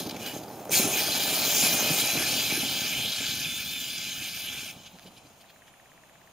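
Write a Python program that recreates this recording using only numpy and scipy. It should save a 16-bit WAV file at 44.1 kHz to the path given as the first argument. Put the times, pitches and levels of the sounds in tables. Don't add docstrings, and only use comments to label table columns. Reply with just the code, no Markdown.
import sys
import numpy as np
from scipy import signal
from scipy.fft import rfft, irfft
from scipy.io import wavfile
from scipy.ndimage import uniform_filter1d

SR = 44100
rng = np.random.default_rng(int(sys.argv[2]) if len(sys.argv) > 2 else 0)


def inscribe(sig):
    pcm = np.round(np.clip(np.atleast_2d(sig).T, -1, 1) * 32767)
    wavfile.write(sys.argv[1], SR, pcm.astype(np.int16))


N = 278712


def amp(db):
    return 10 ** (np.asarray(db) / 20)


def rms_one(x):
    return x / np.sqrt(np.mean(x ** 2) + 1e-20)


def even(x):
    slow_power = uniform_filter1d(np.atleast_2d(x)[0] ** 2, size=SR // 5)
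    return x / np.sqrt(slow_power + 1e-20)


def in_time(rows):
    s, *columns = np.transpose(rows)
    return [np.interp(np.arange(N) / SR, s, c) for c in columns]


def at_hz(points, hz):
    f, v = np.transpose(points)
    return np.interp(np.log(hz + 1), np.log(f + 1), v)


def bumps(rows):
    t = np.arange(N) / SR
    return sum(db * np.exp(-(2 * (t - s) / length) ** 2) for s, length, db in rows)


def drift(rate_hz):
    r = np.exp(-80 * np.pi * rate_hz / SR)
    noise = rng.standard_normal(N // 40 + 2002)
    slow = signal.lfilter([1], [1, -2 * r, r * r], noise)[2000:]
    return np.interp(np.arange(N) / 40, np.arange(len(slow)), rms_one(slow))


def resonate(x, hz, width_hz):
    r = np.exp(-np.pi * width_hz / SR)
    feedback = [1, -2 * r * np.cos(2 * np.pi * hz / SR), r * r]
    return signal.lfilter([(1 - r * r) / 2, 0, (r * r - 1) / 2], feedback, x)


def grains(per_s, spread_db, channels):
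    size_db = spread_db * np.minimum(rng.exponential(1, (channels, N)), 5)
    sizes = amp(size_db) * rng.choice([-1, 1], (channels, N))
    return sizes * (rng.random((channels, N)) < per_s / SR) + 1e-18


# t/s, distance [m], share of its tail toward the listener [0-1], treble level/dB
PATH = [(0, 2.16, 0.3, -1), (.3, 1.95, 0.25, -1.5), (.5, 2.5, 0.2, 6), (.72, 1.98, 0.1, 6),
        (1.1, 2.06, 0.18, -2), (1.6, 1.93, 0.22, 2.5), (2.5, 1.96, 0.63, -3), (3.1, 2.45, .95, -6),
        (3.65, 4.14, 0.96, -3), (4.6, 4.43, 1, -5), (5.3, 5.5, 0.98, 2)]


def path():
    return in_time(PATH)


# (relative, per Hz)
AIR = [(25, -9), (145, 0.5), (427, -7), (677, 0.5), (1300, -7), (1900, -12), (2600, -7.5), (4250, -16.5),
       (5500, -22), (6600, -12), (7920, -19), (14400, -30), (16000, -38)]
# f/Hz, likeness [1 = same, 0 = unrelated]
LIKENESS = [(60, 0.77), (950, 0.78), (3770, 0.021), (15000, 0.16)]
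AIR_DB = -56.5


def air():
    hz = np.fft.rfftfreq(N, 1 / SR)
    mid, side = rfft(rng.standard_normal((2, N))) * amp(at_hz(AIR, hz))
    alike = np.clip(at_hz(LIKENESS, hz), -1, 1)
    pair = np.sqrt(1 + alike) * mid + np.sqrt(1 - alike) * side * [[1], [-1]]
    return amp(AIR_DB) * rms_one(irfft(pair, N))


# t/s, level/dB (before the shell rings), left over right level/dB
HOUSING_TAPS = [(4.4994, -35, -8), (4.6092, -31, -5), (4.9872, -35, -4), (4.9957, -34, -6),
                (5.3005, -43, 0)]


def housing_taps():
    taps = np.full((2, N), 1e-18)
    for s, db, pan_db in HOUSING_TAPS:
        at = round(s * SR) + np.array([2, 0])
        taps[[0, 1], at] = amp([db + pan_db / 2, db - pan_db / 2])
    return amp(12.5) * resonate(taps, 2800, 3500) + amp(15) * resonate(taps, 1700, 700)


TICK_START_S, TICK_GAP_S = 5.4425, .0594
TICK_HZ, TICK_DB, GRIT_DB = 1780, -14.5, -43


def motor_ticks():
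    steps = np.full(N, 1e-18)
    at = (np.arange(TICK_START_S, N / SR, TICK_GAP_S) * SR).astype(int)
    steps[at] = amp(rng.normal(0, 0.87, len(at)))
    grind = signal.lfilter(np.hanning(SR // 120), [1], steps)
    grit = amp(GRIT_DB) * grind * rng.standard_normal(N)
    ticks = resonate(resonate(amp(TICK_DB) * steps + grit, TICK_HZ, 420), TICK_HZ, 700)
    return np.array([np.roll(ticks, shift=3), ticks])


# t/s, level/dB at the top of the swell, f/Hz
CHIPS = [(.482, -43, 4800), (.6945, -29, 6200)]


def chips():
    t, out = np.arange(N) / SR, 0
    for s, db, hz in CHIPS:
        u = (t - s) * hz / 4
        swell = np.maximum(u, 0) * np.exp(1 - np.abs(u))
        out = out + amp(db) * swell * np.sin(2 * np.pi * hz * t)
    return out


# t/s, level/dB at the top of the push, f/Hz
THUMPS_AND_CRUNCHES = [(.6915, -22.5, 484), (.793, -22, 216), (.844, -23.5, 268), (.954, -27, 611),
                       (1.631, -22.5, 215), (1.898, -23, 154), (2.151, -25, 230), (2.52, -31, 256),
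                       (2.573, -26, 298), (2.628, -29, 260), (3.201, -33, 243), (4.625, -43, 232),
                       (4.758, -39.5, 196), (4.938, -46.5, 190), (5.048, -40, 187), (5.07, -42, 190),
                       (5.108, -47, 1150), (5.12, -46, 760), (5.243, -48, 150), (5.3, -50, 190)]
PUSH_RISE_CYCLES, PUSH_ROUGH = 1.6, .4


def thumps_and_crunches():
    out, t = np.zeros(N), np.arange(SR // 10) / SR
    noises = rng.standard_normal((len(THUMPS_AND_CRUNCHES), len(t)))
    for (s, db, hz), noise in zip(THUMPS_AND_CRUNCHES, noises):
        u = t * hz / PUSH_RISE_CYCLES
        push = (u * np.exp(1 - u)) ** 2
        crush = rms_one(resonate(resonate(noise, hz, 260), hz, 420))
        body = (1 - PUSH_ROUGH) * np.sin(2 * np.pi * hz * t) + PUSH_ROUGH * crush
        at = round(s * SR)
        out[at:at + len(t)] += amp(db) * push * body
    return out


# t/s, rumble level/dB, crunch level/dB above the rumble
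SNOW = [(0, -39, -5.5), (.65, -44.5, 1), (.83, -34.5, -1.5), (1.04, -40.5, 1.5), (1.8, -36.5, 0.5),
        (3.0, -43, -4.5), (3.7, -49.5, -9.5), (4.55, -52, -4.5), (5.0, -60.5, -2.5), (5.3, -61, -5),
        (5.5, -76, 2)]
# f/Hz, width [Hz], level/dB side-on, level/dB from behind (relative)
RUMBLE = [(60, 74, -24, -7.5), (109.6, 81, -6.5, -0.5), (202, 145, -1, 0), (281, 172, 1, -3),
          (412, 191, -2, -10)]
# f/Hz, width [Hz], level/dB (relative)
CRUNCH = [(600, 159, 2.5), (822, 144, 4), (1150, 550, -8)]
# t/s of the centre, length [s], rumble change level/dB
HOPS = [(2.09, 0.077, -6), (3.15, 0.077, -13)]


def tyres():
    rumble_db, crunch_db = in_time(SNOW)
    _, away, _ = path()
    crush, crack = grains(2500, spread_db=3.5, channels=4).reshape(2, 2, N)
    boom, crunch = 0, 0
    for k, (hz, width_hz, side_db, behind_db) in enumerate(RUMBLE):
        mode = resonate(resonate(crush, hz, 2 * width_hz), hz, width_hz)
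        boom = boom + (-1) ** k * amp(side_db + away * (behind_db - side_db)) * mode
    for k, (hz, width_hz, db) in enumerate(CRUNCH):
        crunch = crunch + (-1) ** k * amp(db) * resonate(crack, hz, width_hz)
    lumps = drift(37)
    boom = amp(bumps(HOPS) + 2.13 * lumps) * even(boom)
    crunch = amp(crunch_db + 1.0 * lumps) * even(crunch)
    stop = np.clip((SNOW[-1][0] - np.arange(N) / SR) / .3 + 1, 0, 1)
    return stop * amp(rumble_db) * (boom + crunch)


# t/s of the start, length [s], first f/Hz, last f/Hz, arch in the middle [Hz],
# level/dB before swell and flutter, pitch jitter [share]
WHINE = [(0.201, .14, 2850, 2950, -1, -45, .015), (.725, 0.066, 4700, 4470, -4, -30, .04),
         (1.101, .35, 4070, 4160, 0, -40.5, .04), (1.682, 0.33, 2387, 2425, 100.5, -37, .008),
         (2.02, .17, 3900, 4000, 60, -38.5, .03), (2.24, .25, 4050, 4780, 260, -37, .014),
         (2.725, .08, 3180, 3130, 3, -37, .015), (2.965, .11, 3130, 3150, -2, -36, .02),
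         (3.42, .19, 3430, 3560, 30, -40, .012), (3.645, .2, 3380, 3380, 200, -41.5, .009),
         (3.81, .28, 4830, 4830, 0, -46, .02), (3.88, .18, 3480, 3290, 90, -44.5, .009)]
WHINE_FADE_S = 0.023
PINION_TEETH, PINION_WOBBLE = 7, .7
WHINE_BREAK_DB = 110


def whine():
    out, t = np.zeros(N), np.arange(N) / SR
    for s, length, first_hz, last_hz, arch_hz, db, jitter in WHINE:
        u = np.clip((t - s) / length, 0, 1)
        hz = first_hz + (last_hz - first_hz) * u + arch_hz * np.sin(np.pi * u)
        hz = hz * (1 + jitter * drift(15 + 2000 * jitter))
        phase = 2 * np.pi * np.cumsum(hz) / SR
        fade = np.clip(np.minimum(u, 1 - u) * length / WHINE_FADE_S, 0, 1)
        level = np.sqrt(2) * amp(db + WHINE_BREAK_DB * jitter * drift(20))
        turn = 1 + PINION_WOBBLE * np.sin(phase / PINION_TEETH)
        out += fade * level * turn * np.sin(phase)
    return out


# t/s, level/dB before the grip changes
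KNOCKS = [(.007, -43), (.03, -46), (0.066, -37.5), (0.093, -36.5), (0.109, -36.5), (.163, -42), (.226, -40),
          (.262, -34), (0.434, -46.5), (.598, -54), (.652, -50), (.718, -29), (4.8559, -43), (5.021, -53.5),
          (5.0624, -48.5), (5.1686, -52), (5.2545, -58), (5.4046, -53.5), (5.4914, -55), (5.67, -58)]
KNOCK_NEAR_S, KNOCK_FAR_S = .002, .021


def knocks(away):
    t = np.arange(N) / SR
    length = KNOCK_NEAR_S + away * (KNOCK_FAR_S - KNOCK_NEAR_S)
    return sum(amp(2 * db) * np.exp(-(2 * (t - s) / length - 1) ** 2) for s, db in KNOCKS)


# t/s of opening, t/s of closing, gear chatter level/dB at 1 m before bites and grip
THROTTLE = [(-.2, -0.0036, -23.5), (.165, .385, -39), (.69, 4.71, -23)]
SPIN_UP_S, SHUT_S = 0.041, 0.017
COAST_DROP_DB, COAST_FADE_DB, COAST_FADE_S = 13, 21.5, 0.48


def throttle():
    t, power = np.arange(N) / SR, 0
    for opens, closes, db in THROTTLE:
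        since = np.maximum(t - closes, 0)
        drop_db = COAST_DROP_DB * (1 - np.exp(-since / SHUT_S))
        fade_db = COAST_FADE_DB * (1 - np.exp(-since / COAST_FADE_S))
        spin_up = np.clip((t - opens) / SPIN_UP_S, 0, 1) ** 4
        power = power + spin_up * amp(2 * (db - drop_db - fade_db))
    return power


def teeth():
    dense = grains(9000, spread_db=3.0, channels=4)
    sparse = grains(900, spread_db=2.5, channels=1)[0]
    dealt = rng.integers(0, 36, N)
    squeaks = 0
    for k, hz in enumerate(np.geomspace(1200, 15000, num=36)):
        squeaks = squeaks + resonate(sparse * (dealt == k) + 1e-18, hz, 30 + 0.002 * hz)
    squeaks = amp(-10) * rms_one(squeaks) * [[1], [0], [1], [0]]
    return (rms_one(dense) + squeaks).reshape(2, 2, N)


# f/Hz, width [Hz], level/dB side-on, level/dB from behind (relative)
CHASSIS = [(1300, 200, -12, -18), (1640, 220, -6, -8.5), (2430, 300, 0, 1.5), (3050, 300, -2.5, 1),
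           (3480, 200, -4, -3), (4030, 360, -1, -2.5), (4750, 400, -2, -5), (5600, 600, -8, -11),
           (6500, 500, -3, -4), (7200, 500, -7, -7), (8700, 1000, -8.5, -11), (10300, 800, -6.5, -9),
           (12000, 1500, -9, -14), (13900, 550, -5, -9), (14900, 700, -6, -11)]
# t/s of the centre, length [s], chatter change level/dB
BITES = [(.27, 0.072, 6), (.76, 0.1, 2.5), (.91, 0.083, -4.5), (.98, .06, 2), (1.62, 0.17, 3.5),
         (2.0, .04, 3.5), (3.3, 0.33, 2), (4.68, 0.12, -3.5)]
TREBLE_FROM_HZ, KNOCK_FAR_TREBLE_DB = 5200, -9


def gears():
    metres, away, treble_db = path()
    contacts, low, high = teeth(), 0, 0
    for k, (hz, width_hz, side_db, behind_db) in enumerate(CHASSIS):
        db = side_db + away * (behind_db - side_db) + 2.2 * drift(5) + hz / 7000 * drift(20)
        mode = amp(db) * resonate(contacts[k % 2], hz, width_hz) * (-1) ** (k // 2)
        if hz < TREBLE_FROM_HZ:
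            low = low + mode
        else:
            high = high + mode
    chatter = throttle() * amp(2 * bumps(BITES)) / metres ** 2
    knock = knocks(away)
    low_power = chatter + knock
    high_power = chatter + knock * amp(2 * away * KNOCK_FAR_TREBLE_DB)
    grip = amp(0.47 * drift(57))
    return grip * (np.sqrt(low_power) * even(low) + np.sqrt(high_power) * amp(treble_db) * even(high))


# f/Hz, lead of the left [radians, before the widening in scene()]
PORTS = [(0, 0.5), (2930, -0.39), (3790, -0.23), (4650, -0.73), (5860, 1), (6460, -0.77), (8700, 0.3),
         (11000, -1.12), (14000, 0.59)]
# f/Hz, left over right level/dB
PORT_BALANCE = [(200, -1.4), (2400, -1.2), (4400, 1.1), (15000, .3)]
GROUND_DIP_HZ = 1915


def scene():
    drive = gears()
    grazing = np.clip(0.44 + 0.41 * path()[1], 0, 1)
    dipped = signal.lfilter(*signal.iirnotch(GROUND_DIP_HZ, 4.0, SR), drive)
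    direct, scattered = drive + grazing * (dipped - drive) + tyres()
    direct = direct + whine() + thumps_and_crunches() + chips()
    hz, sides = np.fft.rfftfreq(N, 1 / SR), np.array([[1], [-1]])
    lead = 1.1 * at_hz(PORTS, hz)
    ports = amp(sides * at_hz(PORT_BALANCE, hz) / 2) * np.exp(1j * sides * lead / 2)
    wet = amp(at_hz([(100, -34), (1000, -22.0), (10000, -9.5)], hz))
    model = irfft(ports * rfft(direct) + sides * wet * rfft(scattered), N)
    return model + housing_taps() + motor_ticks() + air()


HOUSING_DIP_HZ, CUTOFF_HZ = 7970, 16100


def record(dry):
    notched = signal.lfilter(*signal.iirnotch(HOUSING_DIP_HZ, 14.0, SR), dry)
    shaded = 0.67 * notched + .25 * dry
    return signal.sosfilt(signal.cheby2(24, 75, CUTOFF_HZ, fs=SR, output="sos"), shaded)


dry = scene()
out = record(dry)
inscribe(out)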